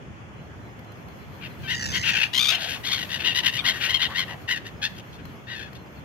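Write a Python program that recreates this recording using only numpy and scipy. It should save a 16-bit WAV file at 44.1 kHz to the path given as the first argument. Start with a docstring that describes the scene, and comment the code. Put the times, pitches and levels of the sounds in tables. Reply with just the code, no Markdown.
"""Gulls at a riverbank

Gulls take off and squawk over food, most of them close on the left, one on the right.
Each voice is a jittery harmonic stack with noise, chopped into fast throbs and filtered by resonances.
Wings rustle, thump and wash the air as shaped noise; a pigeon coos and a far tit sings two notes as
gliding or trembling sines; city traffic hums across the water as low noise."""
import sys
import numpy as np
from scipy import signal
from scipy.fft import rfft, irfft, next_fast_len
from scipy.io import wavfile
from scipy.ndimage import uniform_filter1d, map_coordinates

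SR = 44100
rng = np.random.default_rng(int(sys.argv[2]) if len(sys.argv) > 2 else 0)


def generate_wav(sig):
    """Save sig (samples, or channels by samples) to the path in sys.argv[1] as 16-bit PCM at SR."""
    pcm = np.round(np.clip(np.atleast_2d(sig).T, -1, 1) * 32767).astype(np.int16)
    wavfile.write(sys.argv[1], SR, pcm)


N = 266364  # samples


def amp(db):
    """Decibels are a logarithm of amplitude: 20 dB is a factor of ten."""
    return 10 ** (np.asarray(db) / 20)


def unit(x):
    """Normalisation by mean power: scales x to an rms of 1."""
    return x / np.sqrt(np.mean(x ** 2) + 1e-20)


def along(points, hz):
    """Logarithmic frequency scale: interpolates (Hz, value) points along it."""
    f, v = np.transpose(points)
    return np.interp(np.log(hz + 1), np.log(f + 1), v)


def level(rows):
    """Amplitude envelope: gain per sample from (s, dB) rows, at -150 dB outside them."""
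    s, db = np.transpose(rows)
    return amp(np.interp(np.arange(N) / SR, s, db, left=-150, right=-150))


def wobble(rate, size=N):
    """Band-limited random modulation: a smooth curve through rate random knots a second, at most 1000."""
    knots = rng.standard_normal(int(size * 1000 / SR) + 4)
    return map_coordinates(knots, [np.arange(size) * min(rate, 1000) / SR])


def filtered(x, response):
    """Linear filtering: the spectrum of x times a complex response of frequency."""
    n = x.shape[-1]
    m = next_fast_len(n + 4096)
    return irfft(rfft(x, m) * response(np.fft.rfftfreq(m, 1 / SR)), m)[..., :n]


def resonance(f, hz, width_hz):
    """Damped resonance: its gain at frequency f, 1 at the centre."""
    return f * width_hz / np.hypot(hz * hz - f * f, f * width_hz)


def rush(spectrum, alike, patchy_db):
    """Turbulent noise: coloured, of set left-right likeness, patchy in time and pitch, rms 1 on the left."""
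    z = signal.stft(rng.standard_normal((2, N)), nperseg=512)[2]
    field = uniform_filter1d(rng.standard_normal(z.shape[1:]), size=6, axis=0)
    field = uniform_filter1d(field, size=10, axis=1)
    pair = signal.istft(z * amp(patchy_db * unit(field)), nperseg=512)[1][:, :N]

    def mid_side_response(hz):
        # weights cos and sin of half the angle give mid + side and mid - side the wanted correlation
        turn = np.arccos(np.clip(along(alike, hz), -1, 1)) / 2
        return amp(along(spectrum, hz)) * [np.cos(turn), np.sin(turn)]

    mid, side = filtered(pair, mid_side_response)
    return np.array([mid + side, mid - side]) / np.std(mid + side)


def add(out, s, sound):
    """Superposition: sums a sound into out from s seconds on."""
    start = round(s * SR)
    out[:, start:start + sound.shape[-1]] += sound[..., :N - start]


def gulls():
    """Comb interference: the climbing bird is heard with a sliding echo, among the direct cries of the flock."""
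    # Short squawks. Each row: start, rise, hold and fall in seconds, crest level in dB, crest pitch in Hz,
    # throbs per second, throb depth 0-1, roughness 0-1, beak resonance in Hz, windpipe resonance in dB,
    # treble in dB per octave above 3800 Hz, up to one octave
    squawks = [(1.405, .05, 0.014, 0.012, -37, 900, 78, 0.7, 0.77, 2640, -23, -6),
               (1.625, 0.029, 0.012, .02, -39.5, 756, 62, 0.33, 0.2, 2880, -9, -3),
               (1.67, 0.042, 0.0056, 0.047, -25.5, 1015, 41, 0.04, 0.57, 3040, -4, 0),
               (1.918, 0.046, 0.005, 0.023, -24.5, 1124, 62, 0.54, .65, 3100, 0.5, 4),
               (2.025, 0.066, .01, 0.026, -21, 876, 72, 0, 0.87, 2675, -43, -1),
               (2.115, 0.057, 0.064, 0.039, -22.5, 876, 61.5, 0.71, 0.67, 2570, -40, -2),
               (2.488, 0.0343, 0.014, 0.057, -24.5, 900, 95, 0, .9, 2840, -25, -2),
               (2.577, 0.047, 0.011, 0.077, -30, 825, 78, 0.52, 0.86, 3360, -8.5, 4),
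               (2.668, 0.024, 0.048, 0.048, -31.5, 859, 69, 0.52, 0.86, 3060, -8.5, 6),
               (2.83, .04, 0.018, 0.041, -28, 1141, 62, 0.47, 0.63, 3520, -4, 4.5),
               (2.898, 0.026, 0.0052, 0.07, -24, 1184, 69, .72, 0.42, 3600, -5.5, 3),
               (2.967, .015, 0.042, 0.039, -32, 956, 52, 0.74, 0.76, 3240, -3.5, 5.5),
               (3.085, .05, 0.0058, 0.047, -28, 945, 73, 0.9, 0.62, 3340, -7, 3.5),
               (3.184, 0.0061, 0.032, 0.029, -32, 843, 62, 1, 0.83, 2860, -9, -2),
               (3.232, 0.035, .005, 0.072, -20.5, 993, 86, 0.5, 0.52, 3060, -17, -3),
               (3.34, 0.016, 0.033, 0.029, -23, 970, 69, 0.64, 0.5, 3420, -8, 2.5),
               (3.426, 0.044, 0.0027, 0.039, -20, 1031, 64, 0.65, 0.63, 3170, -5.5, 2.5),
               (3.517, 0.017, 0.04, 0.022, -31, 933, 65, 1, 0.5, 3100, -7, 6),
               (3.572, .018, 0.0025, 0.028, -23.5, 1238, 68, 1, 0.2, 3050, -15, -10),
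               (3.637, 0.032, 0.02, 0.044, -20.5, 1095, 90, 0.61, 0.61, 3430, -2, 2.5),
               (3.728, 0.0071, 0.038, 0.044, -34, 920, 81, 0.2, 0.76, 3240, 6.5, 9),
               (3.796, 0.041, 0.023, 0.038, -24.5, 896, 79, 0.25, 0.99, 2940, -8.5, 2),
               (3.88, 0.021, 0.0087, 0.034, -24, 1063, 94, 0.8, 0.45, 3200, -1, 2.5),
               (3.926, 0.02, 0.0036, 0.038, -20, 1070, 76, 0.9, 0.36, 3100, -27, -4.5),
               (3.988, .038, 0.0046, 0.051, -21, 1087, 82, .75, 0.6, 3380, -5, -3.5),
               (4.089, 0.012, 0.037, .015, -39.5, 890, 46, 0.2, 0.94, 3370, 6, 0),
               (4.143, 0.051, 0.0031, 0.049, -22.5, 1076, 90, 0.73, 0.44, 3420, 1.5, 2),
               (4.265, 0.032, 0.038, 0.018, -38, 944, 80, 0.73, 0.6, 3000, 5, 4),
               (4.473, 0.037, 0.0152, 0.0316, -23, 1004, 88, 0.6, 0.41, 3100, 2.5, 4),
               (4.545, 0.01, 0.025, 0.012, -32.5, 867, 83, 0.9, 0.33, 3200, 4, 5),
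               (4.64, 0.029, 0.0044, 0.026, -39, 935, 89, .8, 0.4, 3300, -1, 8),
               (4.812, 0.026, 0.017, 0.03, -25, 869, 86, 0.6, 0.46, 3400, -6, 0.5),
               (4.943, 0.044, .004, .03, -46, 830, 60, .95, 1, 3050, -11, 10),
               (5.115, .015, 0.027, .02, -54.5, 875, 92, 0.8, .43, 3550, -15, 10),
               (5.173, 0.019, 0.014, .015, -49.5, 866, 100, 0.6, .6, 3030, 5, -2),
               (5.463, 0.048, .03, 0.025, -36.5, 939, 64, 0.33, 0.58, 3500, 2.5, -3),
               (5.541, 0.0095, 0.067, 0.08, -38.5, 840, 61.1, .55, 0.43, 3280, 1.5, 2.5),
               (5.742, .006, 0.013, .025, -48.5, 866, 56, 0.3, 0.8, 3600, -7, 7)]
    # The loudest, drawn-out cry. Each row: time in seconds, level in dB, pitch in Hz
    cry = [(2.3266, -30, 877), (2.338, -24, 936), (2.365, -22, 1043), (2.4, -20.5, 1147),
           (2.44, -20.5, 1157), (2.5, -20.5, 1201), (2.53, -28.5, 1110), (2.57, -28, 956)]
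    # Its one row: throbs per second, depth 0-1, roughness 0-1, beak in Hz, windpipe in dB, treble in dB
    # as above, leftness (negative to the right), lag of the left behind the right in ms
    cry_manner = (64.4, .88, .38, 3400, -18, 4, 1, -.022)
    # The long call on the right, climbing. Each row: time in seconds, level in dB, pitch in Hz
    screech = [(1.6979,-40,918),(1.72,-38,951),(1.85,-34,906),(1.93,-34.5,858),(2.03,-37.5,1007),(2.15,-39,892),(2.29,-48,730)]
    # Its one row: the same columns as for the cry
    screech_manner = (65, .95, .45, 5400, 4, 0, -.3, -.48)
    # The ground echo lags more as the bird climbs. Each row: time in seconds, lag in ms
    bounce = [(1.7, 0.5), (2.0, 0.94), (2.3, 1.16)]

    out, climber = np.zeros((2, 2, N))
    for row in squawks:
        add(out, row[0], squawk(*row))
    add(out, cry[0][0], call(cry, *cry_manner, width_hz=1300))
    add(climber, screech[0][0], call(screech, *screech_manner, width_hz=4000))
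    t = np.arange(N) / SR
    late = t - np.interp(t, *np.transpose(bounce)) / 1000
    echo = np.array([map_coordinates(port, [late * SR]) for port in climber])
    return out + climber + .7 * echo


def squawk(start, rise, hold, fall, db, hz, *manner):
    """Pressure-driven voice: level and pitch climb to the crest together, hold, and fall together."""
    rise_db, fall_db = 10.5, 17
    # both ends sink towards the slack pitch, keeping this share of the crest's excess
    slack_hz, slack_share = 840, .3
    # The callers stay left, one crosses towards the middle. Each row: time in seconds, leftness 0-1
    leftness = [(4.3, 1.0), (4.8, .6), (4.95, 1.0)]
    end_hz = slack_hz + slack_share * (hz - slack_hz)
    s = start + np.cumsum([0, rise, hold, fall])
    levels = db - np.array([rise_db, 0, 0, fall_db])
    rows = np.transpose([s, levels, [end_hz, hz, hz, end_hz]])
    left = np.interp(start, *np.transpose(leftness))
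    return call(rows, *manner, left, lag_ms=0.065, width_hz=1360)


def call(rows, rate, depth, rough, beak_hz, pipe_db, treble_db, left, lag_ms, width_hz):
    """Source and filter: a throbbing syrinx drives beak and windpipe resonances, heard at two ports."""
    # Throat colour. Each row: frequency in Hz, relative level in dB
    throat = [(400,-13),(700,-9),(1150,-2.5),(1500,6.5),(1950,-2),(2600,0),(4200,-3),(5200,-1),(6500,-0.5),(8200,-13.5),(10500,-17.5),(12000,-10.5),(13500,-19.5),(15700,-36)]
    # Left over right at a leftness of 1. Each row: frequency in Hz, level difference in dB
    shadow = [(400,1),(1000,5),(1900,12),(3800,13),(5200,5),(7200,-3),(9500,16),(15000,22)]
    # Windpipe resonance. Its one row: centre in Hz, width in Hz
    windpipe = (1850, 650)
    # above this the voice swells more steeply with effort, by this power
    bright_from_hz, bright_grows = 4200, .5

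    def rounded(v):
        return uniform_filter1d(v, size=500, mode="nearest")  # muscles move smoothly

    s, db, hz = np.transpose(rows)
    t = s[0] + np.arange(round((s[-1] - s[0]) * SR)) / SR
    gain = rounded(np.interp(t, s, amp(db / 2))) ** 2
    effort = gain / gain.max()

    # the harder the cry, the deeper its throbs
    depth = np.minimum(depth * (.7 + .55 * effort), .97)
    beat = (t - s[0]) * rate + 0.05 * wobble(38.1, size=len(t))
    turn = beat % 1
    # the syrinx opens, holds and shuts briefly between throbs
    gate = np.clip(np.minimum(turn / .17, (.88 - turn) / .13), 0, 1)
    sizes = amp(1.8 * depth * rng.standard_normal(64)[np.floor(beat).astype(int) % 64])
    throb = (1 - depth + depth * gate) * sizes

    # pitch arches with the pressure of each throb and wanders slowly besides
    arch = .08 * depth * (np.sin(np.pi * turn) - .6) + .02 * wobble(60, size=len(t))
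    jitter = (0.012 + 0.075 * rough) * wobble(400, size=len(t))
    pitch = rounded(np.interp(t, s, hz)) * (1 + arch + jitter)
    phase = 2 * np.pi * np.cumsum(pitch) / SR
    k = np.arange(1, 15)[:, None]  # harmonic numbers
    weights = 1 + 0.15 * (k == 3)
    stack = unit(np.sum(np.sin(k * phase + k * k) * weights, axis=0))
    half = np.cos(phase / 2)  # strong and weak cycles alternate in rough voices
    hiss = rng.standard_normal(len(t))
    source = np.sqrt(1 - rough ** 2) * stack * (1 + .6 * rough * half) + .75 * rough * hiss

    def tract(f):
        beak = resonance(f, beak_hz, width_hz) ** 2
        pipe = amp(pipe_db) * resonance(f, *windpipe) ** 2
        open_beak = amp(treble_db * np.clip(np.log2((f + 1) / 3800), 0, 1))
        return (beak + 0.1 + pipe) * open_beak * amp(along(throat, f))

    voice = unit(filtered(source * throb, tract))
    top = filtered(voice, lambda f: 1 / (1 + (bright_from_hz / (f + 1)) ** 6))
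    voice = voice - top * (1 - effort ** bright_grows)
    edge = np.clip(np.minimum(t - t[0], t[-1] - t) / .01, 0, 1)  # 10 ms fades
    voice = np.pad(voice * edge * gain, 64)

    ports = np.array([[1], [-1]])  # left, right

    def direction(f):
        difference = amp(ports * left * along(shadow, f) / 2)
        return difference * np.exp(-1j * np.pi * f * ports * lag_ms / 1000)

    pair = filtered(voice, direction)
    return pair * np.std(voice) / np.std(pair.mean(axis=0))


def scatter(x):
    """Diffuse reflection: ground, water and wall return a short blur, different at each port."""
    t = np.arange(SR // 4) / SR
    # amplitude decays by 60 dB in 0.022 s, and a weaker tail in 0.37 s
    decay = amp(-60 * t / 0.022) + 0.15 * amp(-60 * t / 0.37)
    tail = rng.standard_normal((2, len(t))) * decay
    return signal.fftconvolve(x[:1], tail / np.linalg.norm(tail[0]), axes=1)[:, :N]


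def wings():
    """Aerodynamic noise: feather rustle, low thumps of pushed air, wash and short flicks."""
    # Feather colour. Each row: frequency in Hz, relative level per Hz in dB
    feathers = [(2060, 7), (3500, 4), (3730, -7), (4200, 6), (4670, -2.5), (6540, -8), (8400, -17.5),
                (10700, -11), (12100, -0.5), (15600, -14.5)]
    # Rustle. Each row: time in seconds, mean level on the left in dB
    rustle_rows = [(0.0, -84), (0.44, -66), (1.66, -48.5), (1.93, -46), (3.82, -47), (4.31, -55),
                   (6.04, -56.5)]
    # Wings pushing air at take-off. Each row: time in seconds, level in dB
    beats = [(1.625, -39), (1.745, -39), (1.885, -40), (1.98, -42), (2.095, -45)]
    # Air stirred by the whole flock lifting. Each row: time in seconds, level in dB
    stir = [(1.4, -58), (1.8, -45), (2.2, -55)]
    # Air washing off wings nearby. Each row: time in seconds, level in dB
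    wash_rows = [(2.1, -52.5), (2.5, -50), (3.4, -46.5), (3.95, -45), (4.3, -49), (4.7, -79)]
    # Feather flicks. Each row: start in seconds, level before balance, attack and feather colour in dB
    ticks = [(0.7904, -44), (0.8444, -47), (0.9194, -42), (1.0839, -45), (4.4145, -43), (4.8944, -49),
             (5.253, -35.5), (5.7298, -39)]
    beat_s = 0.04  # half-width of one push
    tick_t60_s, tick_attack_s = 0.034, 0.00094

    flutter = amp(2.5 * wobble(20))
    rustle = level(rustle_rows) * amp([[0], [-5]]) * flutter
    rustle = rustle * rush(feathers, [(5000, 0.085)], patchy_db=3.5)

    t = np.arange(N) / SR
    pushes = sum(amp(db) * np.exp(-((t - s) / beat_s) ** 2) for s, db in beats)
    low_air = [(30, -50), (80, -3.5), (180, -7), (350, -20.5), (900, -53)]  # (Hz, relative dB)
    thumps = (pushes + level(stir)) * rush(low_air, [(100, 0.31)], patchy_db=2.0)

    mid_air = [(250, -46), (500, -9), (700, -4), (1100, -5.0), (2000, -29.5)]  # (Hz, relative dB)
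    wash = level(wash_rows) * rush(mid_air, [(600, 1.0)], patchy_db=6.0)

    flicks, t = np.zeros((2, N)), np.arange(SR // 10) / SR
    for s, db in ticks:
        envelope = amp(db - 60 * t / tick_t60_s) * (1 - np.exp(-t / tick_attack_s))
        add(flicks, s, envelope * rng.standard_normal((2, len(t))) * amp([[2.5], [-2.5]]))
    return rustle + thumps + wash + filtered(flicks, lambda hz: amp(along(feathers, hz)))


def pigeon():
    """Frequency modulation: one soft coo, a gliding sine made slightly husky by random pitch shake."""
    # The coo. Each row: time in seconds, pitch in Hz, level in dB
    coo = [(2.47, 622, -80), (2.516, 672, -41), (2.8, 704, -62)]
    s, hz, db = np.transpose(coo)
    pitch = np.interp(np.arange(N) / SR, s, hz) * (1 + .07 * wobble(200))
    tone = np.sqrt(2) * np.sin(2 * np.pi * np.cumsum(pitch) / SR)
    return level(np.transpose([s, db])) * tone


def tit():
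    """Pure tones: thin far whistles, sines with a slight phase tremble and soft ends."""
    # Notes. Each row: start in seconds, pitch in Hz, peak level in dB ahead of the left-right balance
    notes = [(.36, 4100, -67), (.618, 4050, -67), (.693, 5140, -67), (.864, 4100, -63), (.95, 5050, -69),
             (1.18, 4080, -65), (1.49, 4080, -65), (4.43, 4180, -67), (4.69, 4140, -76), (4.763, 5160, -63),
             (5.104, 4950, -66), (5.23, 4120, -62), (5.357, 5050, -66), (5.77, 4150, -62),
             (5.855, 4920, -66)]
    low_note_s, high_note_s, high_from_hz = .072, 0.029, 4600
    out = np.zeros((2, N))
    for s, hz, db in notes:
        length = high_note_s if hz > high_from_hz else low_note_s
        t = np.arange(round(length * SR)) / SR
        tone = np.sin(2 * np.pi * hz * t + .5 * wobble(60, size=len(t)))
        note = tone * np.sin(np.pi * t / length) ** 0.38
        add(out, s, amp(db) * note * amp([[-1.5], [1.5]]))
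    return out


def traffic():
    """Diffuse sound field: far roads and boats merge into a low roar, alike at both ports only in the bass."""
    # Each row: frequency in Hz, relative level per Hz in dB
    spectrum = [(25,-31),(45,-40),(60,-7.5),(115,-2.5),(185,-6.5),(270,-11.5),(460,-15.5),(860,-18.5),(2200,-24),(3450,-30),(3800,-43),(6800,-39),(7300,-48),(15700,-60)]
    # Each row: frequency in Hz, left-right correlation
    likeness = [(60,.55),(130,.6),(290,.7),(640,.3),(1410,-.2),(3100,0)]
    # Each row: time in seconds, mean level in dB
    hum = [(0.0, -42), (3.75, -40), (6.04, -42)]
    return level(hum) * amp(0.2 * wobble(3.8)) * rush(spectrum, likeness, patchy_db=1.23)


def scene():
    """Superposition: direct birds, the blur of the gulls' reflections, wings and background add up."""
    birds = gulls()
    blur = amp([[-10], [-11.5]]) * scatter(birds)
    return birds + blur + tit() + pigeon() + wings() + traffic()


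def record(dry):
    """Band limiting: an ideal low-pass keeps nothing above the top frequency."""
    top_hz = 15762
    return filtered(dry, lambda hz: hz < top_hz)


dry = scene()
out = record(dry)
generate_wav(out)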